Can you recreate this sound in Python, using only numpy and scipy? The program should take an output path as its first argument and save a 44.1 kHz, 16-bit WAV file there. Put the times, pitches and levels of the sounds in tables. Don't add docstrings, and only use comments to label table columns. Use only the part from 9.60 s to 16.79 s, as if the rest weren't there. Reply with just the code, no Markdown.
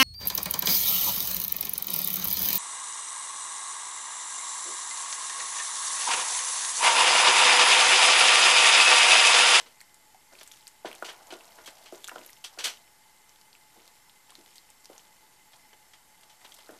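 import sys
import numpy as np
from scipy import signal
from scipy.fft import rfft, irfft, next_fast_len
from scipy.io import wavfile
from scipy.ndimage import uniform_filter1d, map_coordinates

SR = 44100
rng = np.random.default_rng(int(sys.argv[2]) if len(sys.argv) > 2 else 0)


def convert_level_to_amplitude(level_db):
    exponent = np.asarray(level_db, float) / 20
    return 10 ** exponent


def log_audio(samples):
    frames = np.atleast_2d(samples).T
    limited = np.clip(frames, -1, 1)
    pcm = np.round(limited * 32767).astype(np.int16)
    wavfile.write(sys.argv[1], SR, pcm)


N = 317079

# (frequency [Hz], level [dB])
HISS_SPECTRUM = [(12, -26), (20, -8.5), (53, -17.5), (95, -17), (160, -14.5), (604, -18), (860, -12),
                 (1230, -17), (2060, -16), (2360, -20), (12500, -21.5), (13800, -25)]
# (centre [Hz], width [Hz], level [dB])
WHINE_BANDS = [(859.3, 21, 0.5), (993, 14, -10), (2053, 53, -5), (3030, 60, -11), (4550, 120, -13),
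               (5330, 20, -6), (6250, 20, -8.5), (6870, 90, -11.5), (7630, 127, -8.5), (8540, 34, -9.5),
               (9270, 61, -9.5), (12580, 120, -11)]
# (start [s], length [s], drag along the pot [dB], squelch of the paste [dB])
STROKE_EVENTS = [(0, 0.0099, -56.5, -59.5), (0.726, 0.25, -90, -59.5), (1.27, 0.26, -60, -59),
                 (1.436, 0.34, -59.5, -62.5), (1.8, 0.44, -62, -61), (2.325, 0.37, -69, -58),
                 (2.913, 0.24, -64.5, -67), (4.13, 0.16, -69, -69), (4.7, 0.27, -83, -68),
                 (5.297, 0.077, -63, -64), (5.92, 0.058, -72, -73), (6.596, 0.15, -71, -85),
                 (6.808, 0.35, -67, -63)]
# (frequency [Hz], level [dB])
SQUELCH_SPECTRUM = [(900, -1.5), (2500, 3), (13500, -2.5)]
# (centre [Hz], width [Hz], level [dB])
POT_MODES = [(194, 73, -7.5), (342, 54, 4), (402, 50, -1), (448, 57, -4.5), (670, 80, -4), (986, 13, -1.5),
             (1448, 60, -0.5)]
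# (time [s], peak before the low cut [dB], t60 [s], tilt [dB/octave])
SKID_EVENTS = [(0.0014, -37, 0.18, -3.5), (0.0586, -41, 0.19, -4.5), (0.811, -35, 0.037, -3),
               (1.253, -28.5, 0.21, -5), (1.4442, -28.5, 0.22, -0.5), (1.4846, -30.5, 0.15, -3),
               (1.704, -34.5, 0.17, -3), (1.722, -38, 0.1, 1), (2.0582, -35, 0.15, 4.5),
               (2.0746, -27.5, 0.096, -5), (2.256, -38, 0.19, -1.5), (2.8401, -25.5, 0.14, 1),
               (2.9853, -25.5, 0.27, -1), (3.0389, -17.5, 0.22, 2), (3.054, -22, 0.18, -1.5),
               (4.694, -44.5, 0.11, -4), (4.955, -41, 0.099, 7), (5.9328, -45, 0.069, -3),
               (6.13, -42, 0.051, -4), (6.334, -42.5, 0.091, -1), (6.632, -44, 0.042, 0.5),
               (6.696, -46, 0.13, 0), (6.8457, -39, 0.1, -4.5), (6.941, -37.5, 0.045, 9),
               (6.9852, -43.5, 0.08, -2)]
# (frequency [Hz], level [dB])
SKID_SPECTRUM = [(150, -3), (800, 0), (1900, 3), (3000, 5), (6000, 0), (9500, -6), (13500, -12.5)]
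# (centre [Hz], width [Hz], level [dB])
WALL_MODES = [(3020, 27, -5.5), (3275, 16, -1), (4200, 520, -17.5), (4650, 22, -8), (4795, 22, -9),
              (5660, 33, -12), (5980, 57, -5.5), (7300, 19, -6), (8000, 77, -5)]
# (frequency [Hz], t60 [s])
KITCHEN_DECAY = [(300, 0.18), (3000, 0.14), (12000, 0.082)]
# (time [s], level before the low cut [dB], pitch [Hz])
POP_AND_TICK_EVENTS = [(0.2052, -31.5, 4400), (0.213, -31, 8030), (.214, -35.5, 2020),
                       (0.3438, -33.5, 8200), (.546, -40.5, 780), (0.789, -37, 4300), (0.798, -36, 6100),
                       (0.812, -41, 2170), (0.832, -27, 10300), (0.8759, -29.5, 8000), (0.9152, -31, 3500),
                       (0.92, -32, 6250), (1.07, -29.5, 4650), (1.0776, -24.5, 7850), (1.3148, -29.5, 2430),
                       (1.3291, -29, 3040), (1.3515, -28.5, 8150), (1.6705, -35.5, 6980),
                       (1.7391, -32.5, 3550), (1.808, -35.5, 2720), (1.8543, -31.5, 7340),
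                       (1.921, -43, 4240), (2.0753, -32, 2980), (2.3603, -41, 6700), (2.4365, -41, 3500),
                       (2.4435, -21.5, 3520), (2.447, -24.5, 7500), (2.4715, -34, 3440),
                       (2.4771, -24, 6550), (2.4813, -23, 8040), (2.485, -26.5, 1420), (2.493, -28, 1660),
                       (2.495, -27, 2770), (2.56, -35.5, 3180), (2.583, -34, 3200), (2.591, -34, 7060),
                       (2.6629, -27, 11700), (2.704, -34, 12100), (2.7313, -34, 5770), (3.172, -37, 3130),
                       (3.6935, -36.5, 6200), (3.7596, -41, 3370), (3.8133, -38, 4730), (3.93, -39, 4500),
                       (3.9516, -38, 2630), (4.254, -51, 1290), (4.278, -33, 4380), (4.496, -39.5, 3530),
                       (4.7054, -33.5, 9100), (4.721, -42, 1070), (4.7533, -32.5, 4160), (4.861, -39, 3380),
                       (4.982, -34, 4420), (5.1025, -34.5, 8300), (5.2462, -37, 5900), (5.2564, -30, 5080),
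                       (5.38, -33, 6400), (5.3947, -42, 3080), (5.964, -46, 5960), (6.6106, -36.5, 9500),
                       (6.921, -33, 3270), (7.0606, -39, 4100), (7.073, -46, 1300), (7.092, -36, 1570),
                       (7.141, -44, 3620)]
# (time [s], peak [dB], contact [ms],
# damping by the paste [factor on mode widths], rattle [dB])
KNOCK_EVENTS = [(0.72, -50, 0.22, 1.1, -49), (1.2472, -21.5, 0.44, 1, -34), (1.4242, -22, 0.25, 1.7, -42),
                (1.724, -32.5, 0.32, 1.1, -38.5), (1.979, -49, 0.15, 0.69, -47.5),
                (2.324, -28, 0.54, 0.98, -49), (2.341, -36.5, 0.43, 0.8, -45),
                (2.5148, -35, 0.23, 1.4, -43.5), (2.5586, -27.5, 0.32, 3, -43),
                (2.581, -47, 0.41, 0.83, -43.5), (2.975, -40, 0.31, 0.66, -48),
                (4.16, -54, 0.58, 0.48, -53), (4.781, -44.5, 0.91, 0.94, -59), (4.796, -50, .85, 0.18, -54),
                (5.298, -35, 0.56, 3, -49.5), (7.0902, -35, 0.64, 3.4, -46.5),
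                (7.0959, -42, 0.77, 3.3, -43.5)]

ATTACK_S, RELEASE_DB_PER_S = 0.0063, 133
REST_DB = -69.5
HOLLOW_HZ, SAG_OCTAVES_PER_S = 880, 0.54
BLADE_HZ, BLADE_DB = 1350, -7.5
MIDDLING_CONTACT_MS, BLADE_FADE_POWER = 0.3, 1.5
RATTLE_T60_S = 0.27
BAND_LIMIT_HZ = 13900


def unit(x):
    return x / np.sqrt(np.mean(x ** 2) + 1e-20)


def along(points, hz):
    f, value = np.transpose(points)
    return np.interp(np.log(hz + 1), np.log(f + 1), value)


def filtered(x, response):
    size = next_fast_len(len(x) + 8192)
    spectrum = rfft(x, size) * response(np.fft.rfftfreq(size, 1 / SR))
    return irfft(spectrum, size)[:len(x)]


def modes(table, f):
    total = 0
    for k, (centre, width, db) in enumerate(table):
        resonance = 1j * f * width / (centre * centre - f * f + 1j * f * width)
        total = total + (-1) ** k * convert_level_to_amplitude(db) * resonance
    return total


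def tilt(f, db_per_octave, pivot_hz):
    return convert_level_to_amplitude(db_per_octave * np.log2((f + 50) / pivot_hz))


def wobble(rate_hz):
    knots = rng.standard_normal(int(N * rate_hz / SR) + 4)
    return map_coordinates(knots, [np.arange(N) * rate_hz / SR])


def lumps(count, depth_db):
    return convert_level_to_amplitude(depth_db * np.repeat(rng.standard_normal(count // 128 + 1), 128)[:count])


def patches(x, depth_db):
    z = signal.stft(x, nperseg=256)[2]
    field = uniform_filter1d(rng.standard_normal(z.shape), size=3, axis=0)
    field = uniform_filter1d(field, size=16, axis=1)
    return signal.istft(z * convert_level_to_amplitude(depth_db * unit(field)), nperseg=256)[1][:N]


def add(track, start_s, sound):
    part = track[max(round(start_s * SR), 0):][:len(sound)]
    part += sound[:len(part)]


def bursts(start_s, size, hz, cycles):
    t = np.arange(768) / SR
    turns = hz[:, None] * t
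    ring = np.sin(2 * np.pi * turns) * (1 - np.exp(-turns / 0.51))
    noise = rng.standard_normal(turns.shape)
    spatter = 0.58 * uniform_filter1d(noise, size=12, axis=1) * np.exp(-t / 0.0045)
    snap = noise * np.exp(-t / 0.00043)
    burst = ring * (np.exp(-turns / cycles) + spatter) + 0.38 * snap
    at = np.round(start_s * SR).astype(int)[:, None] + np.arange(768)
    return np.bincount(at.ravel(), (size[:, None] * burst).ravel(), N + SR)[:N]


def hiss():
    bed = unit(filtered(rng.standard_normal(N), lambda f: convert_level_to_amplitude(along(HISS_SPECTRUM, f))))
    bands = filtered(rng.standard_normal(N), lambda f: np.abs(modes(WHINE_BANDS, f)) ** 1.35)
    whine = unit(patches(bands, depth_db=1.8))
    return convert_level_to_amplitude(-61.5) * bed + convert_level_to_amplitude(-64.5) * whine


def stroke():
    start_s, length_s, drag_db, squelch_db = np.transpose(STROKE_EVENTS)[:, :, None]
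    since_s = np.arange(N) / SR - start_s
    release = convert_level_to_amplitude(-RELEASE_DB_PER_S * np.maximum(since_s - length_s, 0))
    effort = np.clip(1 + since_s / ATTACK_S, 0, 1) * release

    grip = convert_level_to_amplitude(1.5 * wobble(40))
    rub = filtered(rng.standard_normal(N) * grip, lambda f: np.abs(modes(POT_MODES, f)) + 1)
    hz, t, z = signal.stft(rub, SR, nperseg=512)
    into_s = np.where(t >= start_s, t - start_s, np.inf).min(axis=0)
    octaves = np.log2((hz[:, None] + 20) / HOLLOW_HZ)
    octaves = octaves + SAG_OCTAVES_PER_S * np.minimum(into_s, 0.5)
    hollow = 0.3 / (1 + octaves ** 4) + 1 / (1 + (octaves / 0.25) ** 2)
    drag = unit(signal.istft(z * hollow, SR, nperseg=512)[1][:N])

    when, rank = rng.random((1400, 2)).T
    size = convert_level_to_amplitude(np.minimum(-5 * np.log(rank), 9))
    pitch_hz = np.clip(6800 * np.exp(0.5 * rng.standard_normal(len(when))), 2000, 13000)
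    tiny = bursts(when * N / SR, size, pitch_hz, cycles=1.8)
    wet = unit(tiny) + 0.99 * rng.standard_normal(N)
    squelch = unit(filtered(wet, lambda f: convert_level_to_amplitude(along(SQUELCH_SPECTRUM, f))))

    drag_gain = (convert_level_to_amplitude(drag_db) * effort).sum(axis=0)
    squelch_gain = convert_level_to_amplitude(REST_DB) + (convert_level_to_amplitude(squelch_db) * effort).max(axis=0)
    return drag * drag_gain + squelch * squelch_gain


def skids():
    out = np.zeros(N)
    t = np.arange(SR // 2) / SR
    for start_s, peak_db, t60_s, tilt_db in SKID_EVENTS:
        def colour(f):
            wall = 1 + 2.54 * np.abs(modes(WALL_MODES, f))
            return convert_level_to_amplitude(along(SKID_SPECTRUM, f)) * wall * tilt(f, tilt_db, pivot_hz=3500)

        chatter = rng.standard_normal(len(t)) * lumps(len(t), depth_db=1.8)
        shape = (1 - np.exp(-t / (0.0098 * t60_s))) * convert_level_to_amplitude(-60 * t / max(t60_s, 0.02))
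        skid = filtered(chatter, colour) * shape
        add(out, start_s, convert_level_to_amplitude(peak_db) * skid / np.abs(skid).max())
    return out


def kitchen(x):
    hz, t, z = signal.stft(rng.standard_normal(SR // 2), SR, nperseg=256)
    decay = convert_level_to_amplitude(-60 * t / along(KITCHEN_DECAY, hz)[:, None])
    tail = signal.istft(z * decay, SR, nperseg=256)[1]
    delayed = np.pad(x, (150, 0))
    return signal.fftconvolve(delayed, tail / np.linalg.norm(tail))[:N]


def pops_and_ticks():
    start_s, level_db, pitch_hz = np.transpose(POP_AND_TICK_EVENTS)
    return bursts(start_s, convert_level_to_amplitude(level_db), pitch_hz, cycles=2.36)


def blade_ticks():
    start_s, peak_db, contact_ms = np.transpose(KNOCK_EVENTS)[:3]
    size = convert_level_to_amplitude(peak_db + BLADE_DB) * (MIDDLING_CONTACT_MS / contact_ms) ** BLADE_FADE_POWER
    return bursts(start_s + 0.002, size, np.full(len(start_s), BLADE_HZ), cycles=1.8)


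def knocks():
    out = blade_ticks()
    t = np.arange(SR // 3) / SR
    for start_s, peak_db, contact_ms, damping, rattle_db in KNOCK_EVENTS:
        pot = [(hz, width * max(damping, 0.2), level) for hz, width, level in POT_MODES]

        def rattle_colour(f):
            softness = 1 + (f * contact_ms / 320) ** 2
            return (np.abs(modes(pot, f)) + 0.25) / softness

        swing = 1000 * t / max(contact_ms, 0.05) - 2
        push = swing * np.exp(-swing ** 2)
        tock = filtered(push, lambda f: modes(pot, f) + 0.13)
        chatter = rng.standard_normal(len(t)) * lumps(len(t), depth_db=2.0)
        rattle = unit(filtered(chatter, rattle_colour))
        shape = (1 - np.exp(-t / 0.001)) * convert_level_to_amplitude(-60 * t / RATTLE_T60_S)
        knock = convert_level_to_amplitude(peak_db) * tock / np.abs(tock).max()
        add(out, start_s, knock + convert_level_to_amplitude(rattle_db) * rattle * shape)
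    return out


def scene():
    struck = pops_and_ticks() + knocks() + skids()
    near = filtered(struck, lambda f: (1j * f / (230 + 1j * f)) ** 4)
    return (near + convert_level_to_amplitude(-11.5) * kitchen(near) + stroke() + hiss())[None]


def roll_off(x):
    return signal.sosfilt(signal.butter(12, 14600, fs=SR, output="sos"), x)


def record(dry):
    heard = filtered(dry[0], lambda f: 1 / (1 + (f / BAND_LIMIT_HZ) ** 200))
    return roll_off(heard[None] - 0.0004)


dry = scene()
out = record(dry)
log_audio(out)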